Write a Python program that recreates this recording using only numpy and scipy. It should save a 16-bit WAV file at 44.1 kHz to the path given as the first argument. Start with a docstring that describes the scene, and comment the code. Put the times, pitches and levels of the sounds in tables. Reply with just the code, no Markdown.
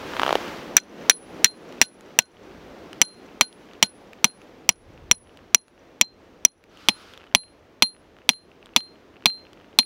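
"""A grip creaks and clothing rustles, then a steel hammer drives a forged tent stake into a dry lawn, close up.
Each blow cracks, pings in the hammer head, bounces and leaves the stake ringing; far walls answer faintly.
The blows overload the recorder, whose limiter ducks the wind, rumble and hiss after each one.
The stake starts loose and soon seats. Later the steadying hand lets go with a swish, the main ring
tends to hang longer, and crumbs of soil drop back after the last, deep blows."""
import sys
import numpy as np
from scipy import signal
from scipy.fft import rfft, irfft, next_fast_len
from scipy.io import wavfile
from scipy.ndimage import map_coordinates

SR = 44100
rng = np.random.default_rng(int(sys.argv[2]) if len(sys.argv) > 2 else 0)


def generate_wav(sig):
    """Save sig (samples, or channels by samples) to the path in sys.argv[1] as 16-bit PCM at SR."""
    pcm = np.round(np.clip(np.atleast_2d(sig).T, -1, 1) * 32767).astype(np.int16)
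    wavfile.write(sys.argv[1], SR, pcm)


N = 434385

# hammer blows: (time [s], clack [dB], soil knock [dB], main ring [dB], its t60 [s], high ring [dB])
BLOWS = [(0.7675, 15, -15, -14, 0.11, -39), (1.097, 13.5, -19.5, -4.5, 0.097, -13),
         (1.4445, 12, -13.5, -2, 0.13, -25.5), (1.815, 13.5, -3, -11, 0.12, -22),
         (2.189, 11.5, -3, -16.5, .13, -35), (3.0158, 11.5, -12, -20, .27, -23),
         (3.4104, 7.5, -2.5, -7, 0.11, -25), (3.827, 8, 0, -8, 0.097, -26),
         (4.2436, 8.5, -4.5, -16.5, 0.14, -28.5), (4.6913, 10.5, -13, -17.5, .08, -33.5),
         (5.1129, 11, -22, -17.5, 0.088, -25), (5.5464, 12.5, -23, -20, 0.13, -30),
         (6.0126, 10, -23, -17, 0.17, -55.5), (6.4504, 11.5, -24, -20, 0.11, -36.5),
         (6.8863, 8, -9, -14.5, .13, -32), (7.349, 11.5, -6.5, -16.5, .21, -20),
         (7.8233, 11.5, -5.5, -0.5, 0.13, -19.5), (8.2914, 12.5, 0, -14.5, .19, -27),
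         (8.7628, 9.5, -6, -16.5, 0.23, -33.5), (9.2576, 9.5, -3, -7, 0.22, -32),
         (9.788, 8.5, -1, 4, 0.093, -23)]
# body of a small dry snap: (frequency [Hz], level [dB], t60 [s])
SNAP_MODES = [(1400, 7.5, 0.0036), (2908, 7.5, 0.0065), (4300, 0, 0.0015)]
# bright crunch of grit: (frequency [Hz], level [dB])
CRUNCH_SPECTRUM = [(200, -30), (900, -20.5), (1350, -20), (2200, -8), (3400, 2.5), (5000, -4), (7000, -6.5),
                   (9000, -17.5), (15000, -19.5)]
# hiss of dry grass and clothing: (frequency [Hz], level [dB])
HISS_SPECTRUM = [(200, -13), (700, -0.5), (1200, -2), (2000, -5), (3200, -9.5), (4500, -14.5),
                 (6000, -17.5), (8000, -28), (11000, -30.5), (15500, -29.5)]


def hammer():
    """Each blow clashes steel on steel, pushes the shaft into the soil and sets the stake ringing."""
    # the clack rises as the stake sinks and stiffens: (time [s], pitch [ratio])
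    stiffening = [(.8, 0.73), (1.8, 0.82), (3, 0.9705), (9.8, 1.073)]
    bite_s, seated_s, seating_s, let_go_s = 1.3, 1.9, 0.15, 6.7
    out, t = np.zeros(N), np.arange(SR // 2) / SR
    for s, clack_db, knock_db, ring_db, ring_t60, high_db in BLOWS:
        loose = 1 / (1 + np.exp((s - seated_s) / seating_s))  # glides from 1 to 0 as the stake firms up
        held = s < let_go_s
        ping_db, hook_db, high_t60, slide_db = (2, -22, 0.2366, 0) if held else (-8, -16, 0.21, -3.5)
        stiffness = np.interp(s, *np.transpose(stiffening))
        steel = clash(t, stiffness, loose, clack_db, clack_db + ping_db, bounce_db=7.3 + 0.23 * knock_db)
        scrape_db = -5.5 + 0.9 * knock_db + 20 * loose
        thud_db = -12.5 + 0.35 * knock_db + 0.6 * loose - 6.5 * (s < bite_s)  # softer until the tip bites
        earth = soil(t, knock_db, scrape_db, thud_db, slide_db)
        bend_db = -10 + 0.55 * knock_db - 3.5 * loose - 5 * s  # the buried shaft bends ever less
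        tone = stake(t, ring_db, ring_t60, high_db, high_t60, bend_db, hook_db)
        add(out, s, steel + earth + tone)
    return highpass(out, 130)


def clash(t, stiffness, loose, clack_db, head_db, bounce_db):
    """The stake springs back against the hammer in four shrinking hops; the resting hammer chokes them."""
    out = strike(t, stiffness, clack_db, head_db)
    first_flight_s, hop_shrink = 0.005 + 0.003 * loose, 0.64
    loss_db = 10.5 * (1 - loose) + 1.5 * loose  # per bounce: a loose stake rattles on
    landings = np.cumsum(first_flight_s * hop_shrink ** np.arange(4))
    for k, s in enumerate(landings):
        add(out, s, strike(t, stiffness, bounce_db - loss_db * k, head_db - 9.5 - 10.5 * k))
    return out * fade(np.maximum(t - landings[1], 0), 8 * first_flight_s)


def strike(t, stiffness, clack_db, head_db):
    """One steel contact: a rough clack and the ping of the hammer head."""
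    # short-lived contact modes at stiffness 1: (frequency [Hz], level [dB], t60 [s])
    contact_modes = [(1836, -14.5, 0.0057), (2340, -1.5, 0.0051), (2830, -3.5, 0.0059),
                     (3233, -3.5, 0.0065), (4480, -18, 0.01)]
    # ping of the hammer head: (frequency [Hz], level [dB], t60 [s])
    head_modes = [(5780, -6.5, 0.022), (5896, -3, .018), (6610, -19, 0.013), (7330, -16, 0.017)]
    grit = amp(-16) * noise(CRUNCH_SPECTRUM, len(t)) * fade(t, 0.01)
    clack = ring(t * stiffness, contact_modes, detune=0.014, scatter_db=1.5) + grit
    ping = ring(t, head_modes, detune=0.013, scatter_db=3)
    return amp(clack_db) * clack + amp(head_db) * ping


def stake(t, ring_db, ring_t60, high_db, high_t60, bend_db, hook_db):
    """The stake rings, damped by hand and soil: main tone, beating high pair, bending shaft and hook."""
    # weak, quickly damped modes of the hook: (frequency [Hz], level [dB], t60 [s])
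    hook_modes = [(2170, -2.5, 0.0049), (3100, 0, 0.037), (5190, -2.5, 0.056), (8670, -9, 0.031),
                  (13100, -16, .03)]
    bend_hz, main_hz, high_hz = 1500, 4160 + rng.normal(0, 9), 10255
    beat_hz = rng.uniform(8, 18)
    main = amp(ring_db) * mode(t, main_hz, ring_t60)
    shimmer = amp(high_db) * (mode(t, high_hz, high_t60) + amp(-7) * mode(t, high_hz + beat_hz, high_t60))
    bend = amp(bend_db) * mode(t, bend_hz, t60=0.14)
    hook = amp(hook_db + 0.15 * ring_db) * ring(t, hook_modes, detune=0.0091, scatter_db=1.5)
    return main + shimmer + bend + hook


def soil(t, knock_db, scrape_db, thud_db, slide_db):
    """The soil knocks as it yields, the shaft slides through grit, and the turf thumps a moment later."""
    # knock of the yielding soil: (frequency [Hz], level [dB], t60 [s])
    knock_modes = [(755.3, -1.5, 0.0055), (1096, 6, 0.0037)]
    # dull thud of earth around the shaft: (frequency [Hz], level [dB])
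    thud_spectrum = [(40, -16), (110, 0), (200, 4), (300, -6), (500, -6.5), (850, -3), (1300, -14),
                     (3000, -12.5), (6000, -31), (12000, -51.5)]
    # turf giving way under the stake: (frequency [Hz], level [dB], t60 [s])
    turf_modes = [(220, -6, 0.036), (276, -4.5, 0.012), (635, -12, 0.019), (805, -3.5, 0.0093),
                  (980, -12, 0.028)]
    knock = amp(knock_db) * ring(t, knock_modes, detune=0.088, scatter_db=1)
    scrape = amp(scrape_db + slide_db) * gritty(len(t), depth_db=5.5, grain_hz=700) * fade(t, 0.05)
    thud_envelope = fade(t, 0.065) * (1 - fade(t, 0.023))
    thud = amp(thud_db + slide_db) * noise(thud_spectrum, len(t)) * thud_envelope
    out = knock + scrape + thud
    add(out, 0.003, amp(thud_db + 13) * ring(t, turf_modes, detune=0.044, scatter_db=0.5))
    return out


def gritty(size, depth_db, grain_hz):
    """Noise that comes in tiny grains, like steel dragged through sand."""
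    grains = np.interp(np.arange(size) * grain_hz / SR, np.arange(size), rng.standard_normal(size))
    return unit(noise(CRUNCH_SPECTRUM, size) * amp(depth_db * grains))


def echoes(blows):
    """The bright part of each blow slaps back from far walls over a faint, long wash."""
    # echo send, weaker once the stake sinks into the grass: (time [s], level [dB])
    send = [(.8, 1.5), (3, 1.5), (6.4, -8.5), (9.8, -4)]
    # slaps from the far walls: (delay [s], level [dB])
    walls = [(0.033, -37.5), (0.067, -52.5), (.128, -62.5), (.245, -63.5)]
    t = np.arange(SR * 3 // 2) / SR
    response = amp(-57.5) * unit(rng.standard_normal(len(t)) * fade(t, 1.9)) / np.sqrt(len(t))
    for delay, db in walls:
        response[round(delay * SR)] += amp(db)
    bright = highpass(blows * amp(curve(send)), 3800)
    return signal.fftconvolve(bright, response)[:N]


def creak():
    """The grip sticks and slips, sagging in pitch from slip to slip."""
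    # slips of the grip: (time [s], level [dB])
    slips = [(0.136, -16), (.167, -10), (0.1963, -4), (.2174, -6), (0.233, -0.5), (0.2496, -10),
             (0.264, -4), (.279, -4.5), (0.292, -2), (.307, -3), (0.3274, -1.5), (0.3542, -2)]
    # body of a slip: (frequency [multiple of its pitch], level [dB], t60 [cycles])
    grip_modes = [(.62, -7, 4), (1, 0, 4.5), (1.7, -6, 5)]
    # raspy edge of a slip: (frequency [Hz], level [dB], t60 [s])
    rasp_modes = [(2350, -34, 0.0033), (3100, 2, 0.005)]
    start_hz, sag_hz_per_s = 1298, 3760
    out, t = np.zeros(N), np.arange(SR // 40) / SR
    for s, db in slips:
        hz = start_hz - sag_hz_per_s * (s - slips[0][0])
        modes = [(hz * ratio, level, cycles / hz) for ratio, level, cycles in grip_modes]
        body = ring(t, modes, detune=0.04, scatter_db=1)
        rasp = amp(-12) * ring(t, rasp_modes, detune=0.05, scatter_db=2)
        scrape = amp(-18.5) * noise(HISS_SPECTRUM, len(t)) * fade(t, 0.022)
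        add(out, s, amp(db) * (body + rasp + scrape))
    return highpass(out, 140)


def ticks():
    """Dry stalks and cloth snap softly; a crumb of soil drops back after each of the last blows."""
    # the louder snaps of grass and cloth: (time [s], level [dB])
    snaps = [(0.481, -22.5), (1.725, -29), (2.009, -27.5), (2.9307, -21.5), (3.5278, -29.5),
             (3.7347, -31.5), (4.133, -26.5), (4.417, -32.5), (5.373, -32.5), (5.682, -28), (6.6397, -30),
             (6.773, -33), (7.1368, -27.5), (7.1761, -26.5), (8.659, -31.5), (9.5323, -31.5)]
    crumbs_from_s, fall_s, crumb_db = 8, 0.043, -21.5
    crumbs = [(s + fall_s, crumb_db) for s, *_ in BLOWS if s > crumbs_from_s]
    out, t = np.zeros(N), np.arange(SR // 40) / SR
    for s, db in snaps + crumbs:
        click = amp(-12) * noise(CRUNCH_SPECTRUM, len(t)) * fade(t, 0.006)
        body = amp(-13.5) * ring(t, SNAP_MODES, detune=0.12, scatter_db=2.5)
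        add(out, s, amp(db) * (click + body))
    return out


def crackle():
    """Dry grass under shifting feet gives tiny random snaps in six timbres."""
    # stirring of the grass: (time [s], density [snaps/s])
    stir = [(0, 25), (3, 6), (6.6, 4), (7.05, 20), (7.2, 70), (7.5, 4), (8.3, 5), (8.6, 18), (9.8, 27)]
    triggers = rng.random(N) < curve(stir) / SR
    snaps = triggers * amp(-53.5 + 2 * np.minimum(rng.exponential(size=N), 3))
    t = np.arange(SR // 50) / SR
    timbre = rng.integers(0, 6, N)
    bodies = [ring(t, SNAP_MODES, detune=0.069, scatter_db=4.5) for _ in range(6)]
    return sum(signal.fftconvolve(snaps * (timbre == k), body)[:N] for k, body in enumerate(bodies))


def sleeve():
    """Hand and sleeve brush the grass in one smooth swish as they leave the stake."""
    # envelope of the swish: (time [s], level [dB])
    swish = [(6.7, -63.5), (6.8, -51.5), (6.971, -50), (7.1, -50.5), (7.2, -59), (7.3, -67)]
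    # cloth on grass: (frequency [Hz], level [dB])
    cloth_spectrum = [(300, -11.5), (900, -8), (1350, 0.5), (1900, -9.5), (3000, -6.5), (5000, -12),
                      (8000, -26.5), (15000, -32.5)]
    level_db = np.interp(np.arange(N) / SR, *np.transpose(swish), left=-120, right=-120)
    return amp(level_db + 0.8 * wobble(37)) * noise(cloth_spectrum, N)


def outdoors():
    """The ambience bed: wind on the microphone, a distant rumble and the hiss of grass and clothing."""
    # gusts on the microphone: (time [s], half length [s], level [dB])
    gusts = [(0.174, 0.65, -56.5), (1.351, 0.16, -59), (2.604, 0.25, -59), (4.997, 0.26, -49.5),
             (6.304, 0.27, -72.5)]
    # low buffeting of the wind: (frequency [Hz], level [dB])
    wind_spectrum = [(18, -14), (35, -2), (55, -5.5), (90, -4.5), (160, -14.5), (400, -45), (1500, -100)]
    # distant rumble: (frequency [Hz], level [dB])
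    rumble_spectrum = [(40, -27), (120, -9.5), (200, -0.5), (320, 2), (500, 0), (750, -8), (1200, -19),
                       (3000, -44), (9000, -88)]
    # envelope of the rumble, which the hiss follows: (time [s], level [dB])
    bed_envelope = [(0, -37), (1.4, -40), (2.2, -47.5), (2.85, -44.5), (3.5, -48.5), (4.5, -50),
                    (5.5, -52.5), (7.8, -55.5), (9.8, -52.5)]
    bed_db = curve(bed_envelope)
    breeze = amp(-62.5) + sum(swell(*gust) for gust in gusts)
    wind = breeze * amp(1.5 * wobble(54)) * noise(wind_spectrum, N)
    rumble = amp(bed_db + 0.34 * wobble(2.1)) * noise(rumble_spectrum, N)
    rustle = swell(0.3, half_length=0.29, db=-35)  # clothing, as the grip is taken
    flutter = amp(0.27 * wobble(7.2) + 0.37 * wobble(360))
    hiss = np.hypot(amp(bed_db - 6), rustle) * flutter * noise(HISS_SPECTRUM, N)
    return wind + rumble + hiss


def amp(db):
    """Decibels to gain."""
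    return 10 ** (np.asarray(db) / 20)


def unit(x):
    """x at rms 1."""
    return x / np.sqrt(np.mean(x ** 2) + 1e-20)


def add(track, s, sound):
    """Mix a sound into a track at s seconds."""
    part = track[max(0, round(s * SR)):][:len(sound)]
    part += sound[:len(part)]


def curve(rows):
    """(time [s], value) breakpoints joined into one value per sample."""
    return np.interp(np.arange(N) / SR, *np.transpose(rows))


def swell(s, half_length, db):
    """A bell-shaped rise and fall of gain around s seconds."""
    return amp(db) * np.exp(-((np.arange(N) / SR - s) / half_length) ** 2)


def wobble(rate):
    """A smooth random curve, rate knots a second."""
    return map_coordinates(rng.standard_normal(int(N * rate / SR) + 4), [np.arange(N) * rate / SR])


def fade(t, t60):
    """Exponential decay, 60 dB down at t60."""
    return np.exp(-np.log(1000) * t / t60)


def mode(t, hz, t60):
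    """One damped vibration."""
    return np.sin(2 * np.pi * hz * t) * fade(t, t60)


def ring(t, modes, detune, scatter_db):
    """Modes struck at slightly new strengths and pitches; neighbours swing in opposite directions."""
    luck = rng.standard_normal((len(modes), 2))
    return sum((-1) ** k * amp(db + scatter_db * luck[k, 0]) * mode(t, hz * (1 + detune * luck[k, 1]), t60)
               for k, (hz, db, t60) in enumerate(modes))


def noise(spectrum, size):
    """Noise of rms 1 coloured by (frequency [Hz], level [dB]) points."""
    padded = next_fast_len(size)
    hz, db = np.transpose(spectrum)
    colour = amp(np.interp(np.log(np.fft.rfftfreq(padded, 1 / SR) + 1), np.log(hz), db))
    return unit(irfft(rfft(rng.standard_normal(padded)) * colour, padded)[:size])


def highpass(x, hz):
    """A second-order bass cut."""
    return signal.sosfilt(signal.butter(2, hz, "high", fs=SR, output="sos"), x)


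def limiter(x, threshold_db, depth_db, attack_s, release_db_per_s):
    """Gain ducks within milliseconds of an overload and climbs back steadily."""
    over_db = np.clip(20 * np.log10(np.abs(x) + 1e-9) - threshold_db, 0, depth_db)
    climb_db = release_db_per_s * np.arange(N) / SR
    cut_db = np.maximum.accumulate(over_db + climb_db, axis=-1) - climb_db
    pole = np.exp(-1 / (attack_s * SR))
    return x * amp(-signal.lfilter([1 - pole], [1, -pole], cut_db))


def scene():
    """The mono mix at the microphone: blows and echoes, handling sounds, ambience."""
    blows = hammer()
    return (blows + echoes(blows) + creak() + ticks() + crackle() + sleeve() + outdoors())[None]


def record(dry):
    """The first cycles of a blow outrun the limiter and clip; the recorder trims lows and highs."""
    limited = limiter(dry, threshold_db=-0.5, depth_db=16.5, attack_s=0.0025, release_db_per_s=62)
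    clipped = np.clip(limited, -1, 1)
    treble_cut = signal.firwin(201, 15900, fs=SR)[None]
    return signal.fftconvolve(highpass(clipped, 42), treble_cut, "same")


dry = scene()
out = record(dry)
generate_wav(out)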